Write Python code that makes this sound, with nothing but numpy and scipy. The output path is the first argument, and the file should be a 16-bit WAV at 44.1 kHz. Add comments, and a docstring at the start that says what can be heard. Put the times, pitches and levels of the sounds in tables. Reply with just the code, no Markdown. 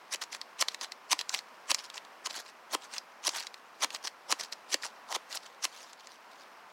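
"""Outdoors, by a log: a knife is scraped twelve times down a fire-starter rod held against the wood.
Each stroke is a rising rasp of chip noise, shaped by edge force, that catches once and ends in a snap:
noise bursts ringing resonances of steel, hand and log. The blade then ticks and drags its way back up.
Sleeves rustle, the ground returns a short scattered tail, and filtered noise makes a soft distant rush."""
import sys
import numpy as np
from scipy import signal
from scipy.fft import rfft, irfft, next_fast_len
from scipy.io import wavfile
from scipy.ndimage import uniform_filter1d, map_coordinates

SR = 44100
rng = np.random.default_rng(int(sys.argv[2]) if len(sys.argv) > 2 else 0)


def wav_out(sig):
    """Save sig, one row per channel (or a flat mono array), as 16-bit PCM at SR to the path in sys.argv[1]."""
    wavfile.write(sys.argv[1], SR, np.round(np.clip(np.atleast_2d(sig).T, -1, 1) * 32767).astype(np.int16))


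N = 296352

# All table levels are relative: each layer adds its own trim.
# Forward strokes, one in two bites: [edge slips off t/s, length/s, rasp level/dB, crack level/dB,
# rod-and-hand knock level/dB, log thud level/dB]
STROKE_ROWS = [(0.146, 0.018, -30, -21.5, -38.5, -40), (0.623, 0.017, -25, -15, -20, -34.5),
               (1.129, 0.015, -23, -12, -21, -34), (1.7145, 0.018, -28.5, -10.5, -26, -27.5),
               (2.271, 0.014, -32, -31, -34, -44), (2.748, 0.02, -31, -16, -22, -30),
               (3.278, 0.021, -26.5, -16.5, -24, -31.5), (3.844, 0.021, -27, -14, -18.5, -26.5),
               (4.324, 0.019, -29, -10.5, -19, -29), (4.7423, 0.027, -32.5, -10, -27, -27.5),
               (5.125, 0.022, -39, -23.5, -25, -46), (5.161, 0.016, -31, -24, -23.5, -28.5),
               (5.6511, 0.015, -28.5, -14, -29, -40)]
# Blade sliding lightly back up the rod: [middle t/s, length/s, level/dB]
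DRAG_ROWS = [(0.226, 0.024, -38), (0.341, 0.042, -43), (0.713, 0.05, -52), (0.835, 0.04, -40),
             (1.201, 0.018, -41.5), (1.348, 0.072, -39.5), (1.791, 0.037, -45.5), (1.849, 0.033, -47),
             (1.959, 0.04, -43), (2.305, 0.022, -45), (2.37, 0.075, -42), (2.482, 0.05, -53),
             (2.837, 0.045, -49.5), (2.945, 0.053, -38.5), (3.368, 0.044, -37.5), (3.372, 0.14, -42),
             (3.944, 0.046, -41.5), (4.06, 0.04, -38.5), (4.42, 0.056, -39.5), (4.528, 0.016, -41.5),
             (4.847, 0.05, -39), (5.34, 0.065, -40.5), (5.449, 0.048, -52.5), (5.791, 0.13, -52.5)]
# Resonances: [f/Hz, width/Hz, level/dB]
STEEL_MODES = [(1910, 395, -0.5), (2720, 384, 1.5), (3130, 610, -0.5), (4090, 595, 3), (4950, 1090, 1),
               (7500, 1860, -5), (10900, 1100, -11.5), (12700, 3900, -21.5)]  # ring of blade and rod
KNOCK_MODES = [(763, 830, 0.5), (1075, 155, 9), (1336, 150, 0)]  # rod and hand
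THUD_MODES = [(304, 67, 1), (554, 120, 3)]  # log under the rod
ZING_MODES = [(5740, 840, 11), (8330, 1200, -1.5), (10000, 1530, -1)]  # edge skimming the rod


def amp(db):
    """Decibels to gain."""
    return 10 ** (np.asarray(db) / 20)


def unit(x):
    """Scale to rms 1."""
    return x / np.sqrt(np.mean(x ** 2) + 1e-20)


def along(points, hz):
    """Read (f/Hz, value) points on a log frequency axis."""
    f, v = np.transpose(points)
    return np.interp(np.log(hz + 1), np.log(f + 1), v)


def wobble(rate_hz):
    """Smooth random curve, rate_hz knots a second."""
    knots = rng.standard_normal(int(N * rate_hz / SR) + 4)
    return map_coordinates(knots, [np.arange(N) * rate_hz / SR])


def filtered(x, response):
    """Multiply the spectrum of x by a function of frequency."""
    m = 2 * next_fast_len(N // 2 + SR // 4)
    return irfft(rfft(x, m) * response(np.fft.rfftfreq(m, 1 / SR)), m)[..., :N]


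def coloured(x, spectrum):
    """Minimum-phase filter with the given spectrum; white noise keeps its power."""
    def response(hz):
        cepstrum = irfft(np.log(unit(amp(along(spectrum, hz)))))
        half = len(cepstrum) // 2
        cepstrum[1:half] *= 2  # fold onto positive time: causal
        cepstrum[half + 1:] = 0
        return np.exp(rfft(cepstrum))
    return filtered(x, response)


def resonate(x, modes):
    """Damped resonances, steep below the first one; white noise keeps its power."""
    def response(f):
        h = 0
        for k, (centre, width, db) in enumerate(modes):
            damping = 1j * f * width
            h = h + (-1) ** k * amp(db) * damping / (centre * centre - f * f + damping)
        low = modes[0][0] * 0.77
        h = h * f * f / (low * low - f * f + 1j * f * low)
        return h / np.sqrt(np.mean(abs(h) ** 2))
    return filtered(x, response)


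def add(track, s, sound):
    """Mix a sound into the track at s seconds."""
    part = track[..., max(round(s * SR), 0):][..., :sound.shape[-1]]
    part += sound[..., :part.shape[-1]]


def grit(rate_hz, spread_db, smooth_db):
    """Tiny chips torn off at random moments and sizes, over smooth friction (mid, side)."""
    sizes = amp(spread_db * np.clip(rng.standard_normal(N), -2, 2))
    chips = (rng.random(N) < rate_hz / SR) * sizes
    chips = unit(chips * rng.choice([-1, 1], (2, N)))
    return unit(chips + amp(smooth_db) * rng.standard_normal((2, N)))


def burst(rise_s, t60_s, first):
    """One hard impact (weight first) 1 ms in, amid micro-impacts that swell and die (mid, side)."""
    t = np.arange(SR // 20) / SR
    x = rng.standard_normal((2, len(t))) * (1 - np.exp(-(t / rise_s) ** 2)) * amp(-60 * t / t60_s)
    x /= np.linalg.norm(x, axis=1, keepdims=True)
    x[:, round(.001 * SR)] += first * np.array([1, rng.choice([-1, 1])])
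    x /= np.linalg.norm(x, axis=1, keepdims=True)
    return x * np.sqrt(SR / 1000)  # energy of 1 ms at rms 1


def swells(rows, steep):
    """Gain of rounded swells given as [middle t/s, length/s, level/dB]."""
    t = np.arange(N) / SR
    return sum(amp(db) / (1 + (2 * abs(t - s) / length) ** steep) for s, length, db in rows)


def strokes():
    """The edge first skims with a bright zing, then bites harder until it leaves the rod; the log rumbles along."""
    # [f/Hz, density/dB per Hz]
    rasp_spectrum = [(88, -40), (150, -30), (303, -20), (514, -11), (730, -29.5), (979, 10.5), (1390, -1.5),
                     (1940, 3.5), (2450, -0.5), (3220, 5), (3550, 1), (5680, 3.5), (9440, -6),
                     (10400, -5.5), (16000, -55)]
    build_db, light_db = 2.5, 6.5  # rise per stroke length; drop before the edge digs in
    skim_reach, let_go_s = 1.68, 0.0013  # reach in stroke lengths; release time constant
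    skim_db, knock_rub_db, thud_rub_db = -7.5, -15, -19  # zing re rasp; knock and thud re their snap
    t = np.arange(N) / SR
    skim, bite, knock, thud = np.zeros((4, N))
    for end, length, db, _, knock_db, thud_db in STROKE_ROWS:
        to_go = abs(t - end) / length
        touching = np.exp(-np.maximum(t - end, 0) / let_go_s) / (1 + (to_go / skim_reach) ** 6)
        digs_in = 1 / (1 + to_go ** 12)
        force = touching * amp(-build_db * to_go - light_db * (1 - digs_in))
        skim += touching * amp(db + skim_db) / (1 + to_go ** 4)
        bite += force * amp(db)
        knock += force * amp(knock_db + knock_rub_db)
        thud += force * amp(thud_db + thud_rub_db)
    chatter = amp(2.5 * wobble(380))  # stick and slip
    rasp = coloured(grit(rate_hz=3000, spread_db=1.0, smooth_db=-2.5) * bite * chatter, rasp_spectrum)
    zing = resonate(grit(rate_hz=3000, spread_db=4, smooth_db=-3) * skim * chatter, ZING_MODES)
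    drive = grit(rate_hz=2500, spread_db=3, smooth_db=-3) * chatter
    rumble = resonate(drive * knock, KNOCK_MODES) + resonate(drive * thud, THUD_MODES)
    return amp(-2.0) * rasp + zing + rumble


def snaps():
    """A last chip tears off: bursts ring the steel (crack), its slower low modes, rod and hand, and the log."""
    crack, flex, knock, thud = np.zeros((4, 2, N))
    for s, _, _, db, knock_db, thud_db in STROKE_ROWS:
        add(crack, s - .0005, amp(db - 5.0) * burst(rise_s=0.0021, t60_s=0.0097, first=1.0))
        add(flex, s + 0.000824, amp(db - 16.5) * burst(rise_s=0.00019, t60_s=0.063, first=1.0))
        add(knock, s + 0.00028, amp(knock_db - 2.5) * burst(rise_s=0.0045, t60_s=0.0031, first=0.9))
        add(thud, s + 0.00177, amp(thud_db - 1.5) * burst(rise_s=0.00069, t60_s=0.021, first=0.76))
    steel = resonate(crack, STEEL_MODES) + resonate(flex, STEEL_MODES[:3])
    return steel + resonate(knock, KNOCK_MODES) + resonate(thud, THUD_MODES)


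def ticks():
    """Sharp ringing taps, a few ms of faint noise swelling in before each; the touch point sets the pitch."""
    # clearest taps of blade on rod: [t/s, level/dB, f/Hz]
    taps = [(0.1575, -24, 6050), (0.3281, -19.5, 1930), (0.3471, -17.5, 1720), (0.4136, -20.5, 4270),
            (0.6836, -11, 4070), (0.7447, -16.5, 2050), (0.811, -18.5, 4860), (0.9197, -19.5, 4260),
            (1.1902, -13, 3250), (1.2112, -14.5, 3860), (1.293, -13.5, 6240), (1.3401, -12, 2100),
            (1.3453, -7.5, 2300), (1.389, -19, 4530), (1.7451, -6.5, 6100), (1.9, -25, 3340),
            (1.9776, -21.5, 2930), (2.0489, -34, 3700), (2.981, -15.5, 5060), (3.2909, -9.5, 6100),
            (3.468, -20, 4630), (3.5413, -25, 3630), (3.9036, -22, 3080), (3.9472, -18.5, 4830),
            (4.0715, -15.5, 4700), (4.3966, -21, 1100), (4.4095, -18.5, 5270), (4.5236, -20.5, 4300),
            (4.8331, -20.5, 1950), (4.8638, -23, 5240), (5.3261, -23.5, 4560), (5.371, -18, 5160),
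            (5.6278, -26, 5000), (5.9307, -30.5, 6900), (6.0705, -29.5, 6440)]
    ring_db, ring_octaves, tap_knock_db = 8, 0.36, -24  # lift and width of brightest band; knock re tap
    steel, knock = np.zeros((2, 2, N))
    for s, db, centre_hz in list(taps) + catches(count=3):
        z = rfft(burst(rise_s=0.00065, t60_s=0.021, first=1.0))
        octaves = np.log2((np.linspace(0, SR / 2, z.shape[1]) + 1) / centre_hz)
        emphasis_db = ring_db * np.exp(-(octaves / ring_octaves) ** 2)
        tap = np.roll(irfft(z * amp(emphasis_db)), SR // 1000)
        add(steel, s - .001, amp(db - 13.0) * tap)
        lead_in = burst(rise_s=0.0007, t60_s=0.035, first=0)[:, ::-1]  # reversed: noise swells up to the tick
        add(steel, s + .001 - lead_in.shape[1] / SR, amp(db - 28) * lead_in)
        add(knock, s, amp(db + tap_knock_db) * burst(rise_s=0.00058, t60_s=0.0055, first=1.0))
    return resonate(steel, STEEL_MODES) + resonate(knock, KNOCK_MODES)


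def catches(count):
    """Rows [t/s, level/dB, f/Hz]: a catch late in every stroke, count snags per drag, strongest mid-drag."""
    lead_s, catch_db, catch_hz = 0.01, 12, 4200  # time before slip-off; level re rasp
    snag_db, spread_db, snag_hz, spread_octaves = 15.5, 3.5, 4030, 0.8  # level re drag
    rows = [(end - lead_s, db + catch_db, catch_hz) for end, _, db, *_ in STROKE_ROWS]
    for s, length, db in DRAG_ROWS:
        for when, size, pitch in rng.uniform(-1, 1, (count, 3)):
            level_db = db + snag_db + spread_db * (size - when ** 2)
            rows.append((s + when * length / 2, level_db, snag_hz * 2 ** (spread_octaves * pitch)))
    return rows


def drags():
    """Under light pressure the edge grates over the scored rod: chip noise plus a fluctuating zing."""
    # [f/Hz, density/dB per Hz]
    slide_spectrum = [(120, -49.5), (200, -11), (968, 9.5), (1320, 5.5), (1480, 8), (2020, 4.5), (2470, 3),
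                      (4680, 6), (7970, -2), (9230, -5.5), (10900, -21), (13100, -28), (16000, -47)]
    force = swells(DRAG_ROWS, steep=4.3) * amp(3 * wobble(200))
    slide = coloured(grit(rate_hz=2000, spread_db=10.5, smooth_db=0) * force, slide_spectrum)
    scratches = grit(rate_hz=1200, spread_db=5, smooth_db=-4) * amp(3.5 * wobble(90))
    zing = resonate(scratches * force, ZING_MODES)
    return amp(-3.0) * slide + amp(-10) * zing


def shifting(x, depth_db):
    """The contact point moves along blade and rod, so the favoured frequencies keep changing within ms."""
    z = signal.stft(x, nperseg=256)[2]
    field = uniform_filter1d(rng.standard_normal(z.shape[1:]), size=5, axis=0)  # over frequency
    field = unit(uniform_filter1d(field, size=6, axis=1))  # over time
    gain = unit(amp(depth_db * np.clip(field, -2, 2)))
    return signal.istft(z * gain, nperseg=256)[1][:, :N]


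def sleeves():
    """Cloth that never quite rests: creases rustle faintly, most when the hands draw back at the end."""
    # sleeves brush as the hands move: [middle t/s, length/s, level/dB]
    brushes = [(4.63, 0.3, -73), (5.8, 0.16, -52.5), (6.11, 0.09, -52.5), (6.4, 0.072, -57)]
    motion = amp(-67) + swells(brushes, steep=2.3)
    creases = grit(rate_hz=220, spread_db=4.5, smooth_db=-1) * motion * amp(-5 + 3 * wobble(40))
    # f/Hz, density/dB per Hz
    cloth = [(400, -22), (1500, -7), (4000, 3.5), (6000, -1), (9000, -12.5), (16000, -21)]
    return coloured(creases, cloth)


def ground(x):
    """Log, clothes and leaf litter scatter a short tail; a weaker one returns from further off."""
    t = np.arange(SR // 4) / SR
    tail = rng.standard_normal((2, len(t))) * (1 - np.exp(-(t / 0.011) ** 2))
    near = amp(-60 * t / 0.051)
    far = amp(-25 - 60 * t / .45)
    tail *= near + far
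    return signal.fftconvolve(x, tail / np.linalg.norm(tail[0]), axes=1)[:, :N]


def distance():
    """Steady, faintly wavering outdoor rush: coloured noise under a slow random gain."""
    # [f/Hz, density/dB per Hz]
    air_spectrum = [(15, -33), (25, -44), (92, -31), (223, -9.5), (301, -10.5), (560, -3.5), (1040, 1),
                    (1130, -0.5), (2760, -11), (3620, -18), (5280, -18), (7110, -26), (12900, -31.5),
                    (14400, -29.5), (16000, -34)]
    waver_db = .35 * wobble(6) - 0.56 * wobble(1)
    return amp(-54 + waver_db) * unit(coloured(rng.standard_normal((2, N)), air_spectrum))


def scene():
    """Mix as mid and side; the side filter leaves all but the treble nearly central."""
    # [f/Hz, side gain/dB]
    side_gain = [(2000, -68), (4500, -61), (7000, -46), (10000, -22), (15000, -15)]
    rubbing = shifting(strokes() + drags() + sleeves(), depth_db=3.6)
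    hands = rubbing + snaps() + ticks()
    mid, side = hands + amp(-20.0) * ground(hands) + distance() * amp([[0], [-12]])
    side = filtered(side, lambda hz: amp(along(side_gain, hz)))
    return np.array([mid + side, mid - side])


def record(dry):
    """Band limit: nothing is kept from 16 kHz up."""
    return filtered(dry, lambda hz: hz < 16000)


dry = scene()
out = record(dry)
wav_out(out)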